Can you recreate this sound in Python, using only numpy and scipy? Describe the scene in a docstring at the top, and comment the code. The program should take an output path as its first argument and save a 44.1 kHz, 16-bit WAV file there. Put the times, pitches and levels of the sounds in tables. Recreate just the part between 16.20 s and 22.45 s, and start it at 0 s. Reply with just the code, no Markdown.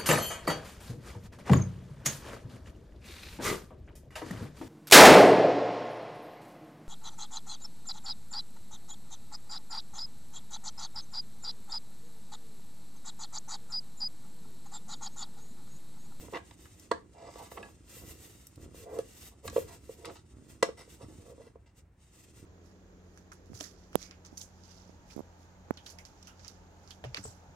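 """First comes a dull bump with a dry hiss of rubber, over the low hum of a quiet garage.
A drive belt is being worked by hand onto its pulleys in an engine bay, heard at two microphone ports.
Irregular tiny slips make the belt hiss, judder, scrape and rasp; short pushes make it knock and slap.
Most contacts ring through one bank of damped resonances, the cramped bay; hoses and arms only thud.
Bright scatter from nearby metal and a faint garage tail follow the work."""
import sys
import numpy as np
from scipy import signal
from scipy.fft import rfft, irfft, next_fast_len
from scipy.io import wavfile

SR = 44100
rng = np.random.default_rng(int(sys.argv[2]) if len(sys.argv) > 2 else 0)


def digitize_waveform(pressure):
    """Quantize a signal to 16-bit integers and store it at the path in sys.argv[1].

    Rows of a 2-D input are taken as channels; values are limited to [-1, 1].
    """
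    field = np.atleast_2d(pressure).T
    bounded = np.clip(field, -1, 1)
    quanta = np.round(bounded * 32767).astype(np.int16)
    wavfile.write(sys.argv[1], SR, quanta)


N = 275713
TIME = np.arange(N) / SR
GESTURE_TIME = TIME[:SR]   # no hand movement outlasts a second


def from_db(db):
    """Decibels to gain."""
    return 10 ** (np.asarray(db) / 20)


def rms_one(x):
    """Scale to unit power."""
    return x / np.sqrt(np.mean(x ** 2) + 1e-20)


def peak_one(x):
    """Scale to unit peak."""
    return x / np.abs(x).max()


def level(curve):
    """Gain over time from (t/s, level/dB) rows."""
    return from_db(np.interp(TIME, *np.transpose(curve)))


def at_hz(points, hz, axis=1):
    """Read one column of a table on a log-frequency axis."""
    points = np.array(points)
    return np.interp(np.log(np.maximum(hz, 1)), np.log(points[:, 0]), points[:, axis])


def colour(x, spectrum):
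    """Give a steady signal a spectrum; unit power."""
    size = next_fast_len(x.shape[-1])
    hz = np.fft.rfftfreq(size, 1 / SR)
    shaped = irfft(rfft(x, size) * from_db(at_hz(spectrum, hz)), size)
    return rms_one(shaped[..., :x.shape[-1]])


def band(x, low_hz, high_hz):
    """Causal band-pass."""
    edges = [low_hz, min(high_hz, .45 * SR)]
    return signal.sosfilt(signal.butter(2, edges, "band", fs=SR, output="sos"), x)


def drift(rate):
    """Random wandering with a spread near one, with this many new values per second."""
    return np.interp(TIME * rate, np.arange(4096), rng.standard_normal(4096))


def slips(per_s, spread_db, size=N):
    """Tiny stick-slip releases at random moments, of uneven size and either sign; unit power."""
    unevenness = np.minimum(rng.exponential(1, size), 4)
    sizes = from_db(spread_db * unevenness) * rng.choice([-1, 1], size)
    return rms_one(sizes * (rng.random(size) < per_s / SR))


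def add(track, s, sound):
    """Mix a short sound in at a time."""
    start = max(int(s * SR), 0)
    track[..., start:start + sound.shape[-1]] += sound[..., :N - start]


def gesture(length, attack_s, release_s):
    """Gain of one hand movement: a smooth attack, a hold and a dying release."""
    rise = np.sin(np.pi / 2 * np.minimum(GESTURE_TIME / attack_s, 1)) ** 2
    return rise * np.exp(-np.maximum(GESTURE_TIME - length, 0) / release_s)


def together(movements):
    """Gain over time from (start, gain) pairs; overlapping movements add in power."""
    power = np.zeros(N)
    for s, gain in movements:
        add(power, s, gain ** 2)
    return np.sqrt(power)


# the garage at rest, spectrum of its hum: f/Hz, relative level/dB
ROOM_COLOUR = [(20, -36), (35, -17), (50, -2.5), (75, -2.5), (110, -7.5), (180, -14.5), (300, -23.5),
               (600, -29.5), (2200, -38), (3000, -47), (8500, -58)]


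def room_tone(hum_db=-61.5):
    """Low hum of the building, alike at both ports; its faint top is diffuse."""
    mid, side = from_db(hum_db) * colour(rng.standard_normal((2, N)), ROOM_COLOUR)
    return mid + band(side, 440, 16600) * [[.5], [-.5]]


# the garage's reverberation: f/Hz, time to die by 60 dB t60/s
GARAGE_DECAY = [(150, 0.47), (600, 0.15), (2000, 0.24), (6000, 0.2), (14000, 0.15)]


def reflections(x, near_db=-3.0, near_t60=0.026, near_low_hz=1300, far_db=-10.0, far_low_db=-4.5):
    """Bright scatter from nearby metal, then the garage's faint tail dying band by band."""
    t = TIME[:SR // 2]
    shared, left, right = rng.standard_normal((3, len(t)))
    scatter = band(shared + np.array([left, right]), near_low_hz, 15000)
    near = scatter * from_db(-60 * t / near_t60) * (t > .001)
    far, edges = 0, np.geomspace(80, 16000, 8)
    for low, high in zip(edges, edges[1:]):
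        hz = np.sqrt(low * high)
        gain = from_db(far_low_db * (hz < 800) - 60 * t / at_hz(GARAGE_DECAY, hz))
        far = far + band(rng.standard_normal((2, len(t))), low, high) * gain * (t > .008)
    response = (from_db(near_db) * rms_one(near) + from_db(far_db) * rms_one(far)) / np.sqrt(len(t))
    return signal.fftconvolve(x, response, axes=1)[:, :N]


def moving_reflections(x, round_s=0.9, count=4):
    """The point of contact wanders, so patterns of reflections fade into one another in a round."""
    total = 0
    for k in range(count):
        share = np.maximum(np.cos(2 * np.pi * (TIME / round_s - k / count)), 0)
        total = total + reflections(x * share)
    return total


# the two microphone ports: f/Hz, left minus right level/dB, left's phase lead/rad
PORTS = [(80, 0, 0), (320, -5.5, -.35), (550, -3.5, -.5), (1100, -1, -1.3), (3000, 1.5, .5), (8000, 0, 1.4)]


def ports(x):
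    """Direct sound reaches the two ports with a different level and phase."""
    size = next_fast_len(N + SR // 10)
    hz, side = np.fft.rfftfreq(size, 1 / SR), np.array([[.5], [-.5]])
    lead = np.exp(1j * side * at_hz(PORTS, hz, axis=2))
    response = from_db(side * at_hz(PORTS, hz, axis=1)) * lead
    return irfft(rfft(x, size) * response, size)[:, :N]


# higher ring of pulleys and brackets: f/Hz, width f/Hz, level/dB
METAL = [(1247, 290, -16), (1640, 40, -14), (1980, 73, -20), (2390, 180, -27), (2680, 66, -25),
         (3010, 63, -32.5), (3890, 68, -23), (5390, 67, -24.5), (8170, 720, -22.5)]


def metal(force, spread_db=0):
    """The high ring of the pulleys; each mode swings in a sense drawn at random."""
    sense = rng.choice([-1, 1], len(METAL))
    # at a spread of 0 dB all modes keep their levels
    shares = sense * from_db(spread_db * rng.standard_normal(len(METAL)))
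    return sum(share * from_db(db) * resonance(force, hz, width)
               for share, (hz, width, db) in zip(shares, METAL))


def resonance(x, hz, width):
    """One damped mode, gain 1 at its top."""
    r = np.exp(-np.pi * width / SR)
    feedback = [1, -2 * r * np.cos(2 * np.pi * hz / SR), r * r]
    return (1 - r * r) / 2 * signal.lfilter([1, 0, -1], feedback, x)


# low resonances of belt, pulleys and the bay around them: f/Hz, width f/Hz, level/dB
MODES = [(217.5, 77, -14), (319.4, 28, -5.5), (446.3, 58, 2), (533.2, 53.6, 1), (685.2, 36.5, -2.5),
         (800, 66, -7), (944, 150, -7), (1160, 40, -7.5)]


def bay(force, broad_db=-29.5):
    """Neighbouring low modes swing in opposite senses, so a knock swells; the metal rings above them."""
    low = sum((-1) ** k * from_db(db) * resonance(force, hz, width)
              for k, (hz, width, db) in enumerate(MODES))
    # dense modes merge into a broad treble
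    return low + metal(force) + from_db(broad_db) * band(force, 1100, 10000)


# hoses and arms bumping: t/s, level/dB
BUMPS = [(0.0, -49), (0.22, -60), (1.794, -51), (2.364, -50.5), (2.429, -52.5), (2.54, -50.5),
         (2.72, -51.5), (3.249, -46), (3.36, -51), (3.86, -66.5), (4.13, -54.5), (4.828, -50)]
# faint shuffling of the arms, which rest for a moment near the end: t/s, level/dB
SHUFFLE = [(0.0, -59.5), (2.9, -62), (5.2, -58.5), (5.33, -66), (5.8, -73), (6.25, -53.5)]
# dull spectrum of both: f/Hz, relative level/dB
BUMP_COLOUR = [(35, -14), (60, 4), (95, 3.5), (150, -5), (230, -5.5), (320, -3), (430, -11), (700, -22.5),
               (1500, -29.5), (6000, -84.5)]


def bumping(attack_s=0.0098, release_s=0.14):
    """Limp hoses and sleeves give dull thuds with no ring."""
    thuds = together((s, from_db(db) * gesture(attack_s, attack_s, release_s)) for s, db in BUMPS)
    return np.hypot(thuds, level(SHUFFLE)) * colour(slips(per_s=450, spread_db=3.5), BUMP_COLOUR)


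# light strokes of belt and hands: t/s at the fastest, width t/s at half gain,
# level/dB before the trims of hiss and judder
SLIDES = [(-0, 0.12, -55.5), (0.139, 0.1, -59), (0.313, 0.14, -65.5), (0.442, 0.091, -59),
          (0.59, 0.16, -62.5), (1.208, 0.16, -59), (1.332, 0.085, -53.5), (1.509, 0.077, -61.5),
          (1.793, 0.19, -54), (1.905, 0.11, -54.5), (2.07, 0.17, -56), (2.22, 0.16, -60.5),
          (2.414, 0.085, -61.5), (2.59, 0.1, -56.5), (2.743, 0.12, -59.5), (2.878, 0.15, -63),
          (2.986, 0.1, -55), (3.067, 0.081, -54.5), (3.262, 0.036, -51), (3.395, 0.13, -53),
          (3.536, 0.083, -59), (3.717, 0.2, -59.5), (3.942, 0.072, -60), (4.313, 0.1, -62.5),
          (4.59, 0.044, -63), (4.736, 0.087, -59), (4.91, 0.29, -67.5), (5.095, 0.066, -63),
          (5.252, 0.044, -79), (5.58, 0.04, -61), (5.84, 0.1, -68.5), (5.998, 0.15, -61.5),
          (6.184, 0.11, -62.5)]


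def slide_gain(shuffle_db=-72):
    """Each light stroke speeds up and slows down smoothly; the sliding between dies when the arms rest."""
    power = 0
    for s, length, db in SLIDES:
        halvings = np.minimum(2 * (2 * (TIME - s) / length) ** 2, 60)
        power = power + from_db(2 * db) * .5 ** halvings
    shuffle = level(SHUFFLE)
    busy = np.minimum(shuffle / shuffle.mean(), 1)
    return np.hypot(np.sqrt(power), from_db(shuffle_db) * busy ** 2)


# bright spectrum of the sliding rubber: f/Hz, relative level/dB
SLIDE_COLOUR = [(400, 5.5), (1300, -0.5), (2500, 2.5), (4500, 0), (6500, 4), (8900, 6.5), (9700, -2),
                (10500, -111.5)]


def sliding(strokes, trim_db=-0.85, apart=1.0, flutter_db=3.5, fine_db=-0.5, fine_follows=0.88):
    """Surface grain passing under the hands: a dense, bright rustle, finer as the stroke gets faster."""
    shared, left, right = [slips(per_s=8000, spread_db=2.0) for _ in range(3)]
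    grain = shared + apart * np.array([left, right])
    # against the rustle, the finest grain drops fine_follows dB for each dB that a stroke is weaker
    fine = from_db(fine_db) * (strokes / strokes.max()) ** fine_follows
    rustle = colour(grain, SLIDE_COLOUR) + fine * rms_one(band(grain, 11000, 14600))
    return from_db(trim_db + flutter_db * drift(rate=47)) * strokes * rustle


# back of the belt dragging evenly over a pulley: t/s, length t/s, level/dB, lowest f/Hz
RUBS = [(0.92, 0.18, -53.5, 624), (1.15, 0.079, -48, 695), (2.63, 0.158, -50, 580)]


def rubbing(top_ratio=1.485, attack_s=0.065, release_s=0.0073, broad_db=-10.5):
    """Dense, even slips over some half an octave, with a weaker broad part that makes the pulley sing."""
    out = np.zeros(N)
    for s, length, db, low_hz in RUBS:
        grain = slips(per_s=6000, spread_db=-2.5, size=len(GESTURE_TIME))
        broad = from_db(broad_db) * band(grain, low_hz, 2440)
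        force = band(grain, low_hz, top_ratio * low_hz) + broad
        add(out, s, from_db(db) * gesture(length, attack_s, release_s) * rms_one(bay(force)))
    return out


# belt edge scraping over rims and brackets: t/s, length t/s, body level/dB, treble gain/dB
SCRAPES = [(0.122, 0.034, -39.5, -9), (0.921, 0.35, -61, 14), (1.361, 0.11, -52, 4),
           (3.111, 0.0061, -55, -13), (3.461, 0.085, -54.5, 3.5), (3.85, 0.039, -51.5, 6),
           (3.953, 0.011, -59, 13.5), (4.565, 0.052, -57.5, 14.5), (4.813, 0.013, -55.5, 10.5),
           (5.193, 0.085, -65, 8), (5.458, 0.014, -70.5, 13.5)]
# spectrum of the scraping force: f/Hz, relative level/dB
SCRAPE_COLOUR = [(300, 4.5), (500, -8.5), (750, 0.5), (1100, -7.5), (2000, -6), (3600, -6.5), (5000, -4.5),
                 (12000, -16)]


def scraping(treble_hz=1400, attack_share=0.36, release_s=0.022):
    """Fast hard slips, each pass shaking the bay; a scrape speeds up over a share of its length."""
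    out = np.zeros(N)
    lowpass = signal.butter(2, treble_hz, fs=SR, output="sos")
    for s, length, db, treble_db in SCRAPES:
        force = colour(slips(per_s=1200, spread_db=2.5, size=len(GESTURE_TIME)), SCRAPE_COLOUR)
        grit = rms_one(bay(force))
        body = signal.sosfiltfilt(lowpass, grit)
        heard = body + from_db(treble_db) * (grit - body)
        add(out, s, from_db(db) * gesture(length, attack_share * length, release_s) * heard)
    return out


# the belt's ribs rasping over a metal rim: t/s, length t/s, level/dB, crackle's lowest f/Hz, highest f/Hz
RASPS = [(0.134, 0.041, -42, 710, 2500), (1.367, 0.015, -50, 1410, 3300), (3.2772, 0.004, -41, 940, 2450),
         (3.361, 0.01, -46, 1680, 3550), (3.8495, 0.02, -50, 1280, 6230), (3.894, 0.0054, -50.5, 700, 2400)]


def rasping(catches_per_s=230, rough_db=5.0, attack_s=0.0036, release_s=0.0036, ring_db=2.5):
    """Hard slips clump unevenly as rib after rib catches and lets go; they crackle and shake the bay."""
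    out = np.zeros(N)
    for s, length, db, low_hz, high_hz in RASPS:
        clumps = from_db(rough_db * np.clip(drift(catches_per_s), -2, 2))[:len(GESTURE_TIME)]
        grain = slips(per_s=2300, spread_db=2.0, size=len(GESTURE_TIME))
        crackle = band(clumps * grain, low_hz, high_hz)
        heard = rms_one(crackle) + from_db(ring_db) * rms_one(bay(crackle))
        add(out, s, from_db(db) * gesture(length, attack_s, release_s) * rms_one(heard))
    return out


# pulls on the belt, which judders harder until it gives: t/s, length t/s,
# final level/dB before the judder's trim, judder f/Hz
PULLS = [(0.0, 0.045, -50, 314), (0.99, 0.11, -49.5, 510), (1.183, 0.05, -47, 506), (1.32, 0.089, -41, 390),
         (1.79, 0.05, -50, 332), (1.95, 0.19, -66, 312), (2.358, 0.072, -57.5, 258),
         (2.566, 0.22, -36, 450), (3.225, 0.021, -35.5, 490), (3.732, 0.18, -40.5, 362),
         (4.58, 0.03, -49, 470), (4.778, 0.046, -43, 500), (4.862, 0.065, -52.5, 350),
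         (4.954, 0.17, -47.5, 462), (5.168, 0.045, -47.5, 480)]
# spectrum of the judder under light strokes: f/Hz, relative level/dB
JUDDER_COLOUR = [(200, -27.5), (320, 6), (520, 2), (720, -19.5), (1100, -21.5), (2500, -22.5)]


def pulling(strokes, trim_db=-2.5, grip_db=-8.5, width_share=0.38,
            build_db_per_s=119.5, attack_s=0.043, release_s=0.011):
    """Tension builds in each pull as rubber slips unevenly around one pitch; light strokes grip a little."""
    grip = rms_one(bay(colour(slips(per_s=1200, spread_db=9.5), JUDDER_COLOUR)))
    out = from_db(grip_db) * strokes * grip
    for s, length, db, hz in PULLS:
        grain = slips(per_s=1800, spread_db=1.5, size=len(GESTURE_TIME))
        judder = rms_one(bay(resonance(grain, hz, width_share * hz)))
        build = from_db(db - build_db_per_s * np.maximum(length - GESTURE_TIME, 0))
        add(out, s, build * gesture(length, attack_s, release_s) * judder)
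    return from_db(trim_db) * out


# a thin bracket is flicked and rings on: t/s, peak level/dB
PINGS = [(0.713, -37), (1.372, -50), (1.4292, -37), (2.787, -46.5)]
# the bracket's modes: f/Hz, width f/Hz, relative level/dB
BRACKET = [(1673, 20.3, -9), (2580, 140, -20.5)]


def pings():
    """One short tap leaves the bracket ringing on a nearly pure note."""
    out, tap = np.zeros(N), signal.unit_impulse(SR // 2)
    note = peak_one(sum(from_db(db) * resonance(tap, hz, width) for hz, width, db in BRACKET))
    for s, db in PINGS:
        add(out, s, from_db(db) * note)
    return out


# sharp clicks of hard parts touching: t/s, peak level/dB, crack's lowest f/Hz, highest f/Hz
CLICKS = [(0.31, -45, 670, 4400), (0.456, -44.5, 930, 2930), (0.597, -40, 5100, 14100),
          (0.715, -23.5, 3300, 5700), (0.7135, -20, 660, 1300), (0.716, -27, 1254, 1950),
          (1.3725, -36.5, 760, 1100), (1.4316, -49, 1780, 3640), (2.269, -37, 6100, 15500),
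          (2.358, -45, 2950, 13900), (2.7876, -33, 1220, 10600), (3.2778, -28.5, 850, 8050),
          (3.2987, -35, 1190, 11900), (3.363, -31, 820, 1370), (3.8477, -33.5, 814, 3500),
          (3.854, -33, 1190, 10200), (4.4273, -17.5, 1780, 8140), (4.429, -21.5, 1500, 6500)]


def clicks(t60=0.011, apart=1.0, ring_db=28.0):
    """A crack of quickly damped noise, partly different at each port; it also sets the bay ringing."""
    out, t = np.zeros((2, N)), TIME[:SR // 12]
    for s, db, low_hz, high_hz in CLICKS:
        burst = rng.standard_normal((3, len(t))) * from_db(-60 * t / t60)
        crack, left, right = band(burst, low_hz, high_hz)
        heard = crack + apart * np.array([left, right]) + from_db(ring_db) * bay(crack)
        add(out, s, from_db(db) * peak_one(heard))
    return out


def push(t, hardness_hz):
    """Force of one contact, longer and duller when soft; a tiny floor keeps it above zero."""
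    return t * np.exp(-2 * np.pi * hardness_hz * t) + 1e-18


# belt and pulley knocking against metal: t/s, peak level/dB, contact hardness f/Hz
KNOCKS = [(0.082, -40.5, 1500), (0.138, -44.5, 1540), (0.15, -39, 1500), (0.162, -30, 2510),
          (0.7129, -16.5, 1270), (1.087, -36.5, 900), (1.156, -36.5, 1500), (1.317, -35, 2800),
          (2.543, -44.5, 780), (3.884, -37.5, 1000), (4.4265, -11.5, 2720), (4.4869, -33, 1736),
          (4.808, -42, 694), (5.062, -49, 1900), (5.178, -50, 900), (5.355, -41, 576)]


def knocks():
    """Each blow is one push on the bay; soft rubber makes it long and favours the low resonances."""
    out, t = np.zeros(N), TIME[:SR // 6]
    for s, db, hardness_hz in KNOCKS:
        add(out, s, from_db(db) * peak_one(bay(push(t, hardness_hz))))
    return out


# belt slipping free and slapping into a groove: t/s, peak level/dB of the swing
SLAPS = [(2.726, -37.5), (2.786, -21), (3.25, -32.5), (3.326, -40), (3.3603, -15.5), (3.377, -18),
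         (3.691, -32), (4.4278, -24), (4.486, -28.5), (4.674, -48.5), (5.266, -47.5)]


def slaps(span_hz=485.0, damping_hz=130.7, scatter=0.0047, land_s=0.0047, land_db=-24.0, hardness_hz=2200):
    """The freed span swings at a pitch set by tension, lands in the groove just after, shakes the bay."""
    out, t = np.zeros(N), TIME[:SR // 6]
    since = np.maximum(t - land_s, 0)
    landing = band(bay(push(since, hardness_hz)), 610, SR / 2)
    for (s, db), tension in zip(SLAPS, rng.standard_normal(len(SLAPS))):
        pitch_hz = span_hz * (1 + scatter * tension)
        swing = bay(np.sin(2 * np.pi * pitch_hz * t) * np.exp(-np.pi * damping_hz * t))
        add(out, s, from_db(db) * (peak_one(swing) + from_db(land_db) * peak_one(landing)))
    return out


def scene(slide_wet_db=-3.5):
    """Belt work, reflections and room; the light sliding is close and feeds the reflections less."""
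    strokes = slide_gain()
    work = knocks() + slaps() + pulling(strokes) + rubbing() + scraping() + rasping()
    work = work + pings() + bumping() + clicks()
    hiss = sliding(strokes)
    wet = moving_reflections(work + from_db(slide_wet_db) * hiss)
    return ports(work + hiss) + wet + room_tone()


def record(dry, cutoff_hz=15900):
    """The top is cut steeply."""
    return signal.sosfilt(signal.ellip(10, .1, 80, cutoff_hz, fs=SR, output="sos"), dry)


dry = scene()
out = record(dry)
digitize_waveform(out)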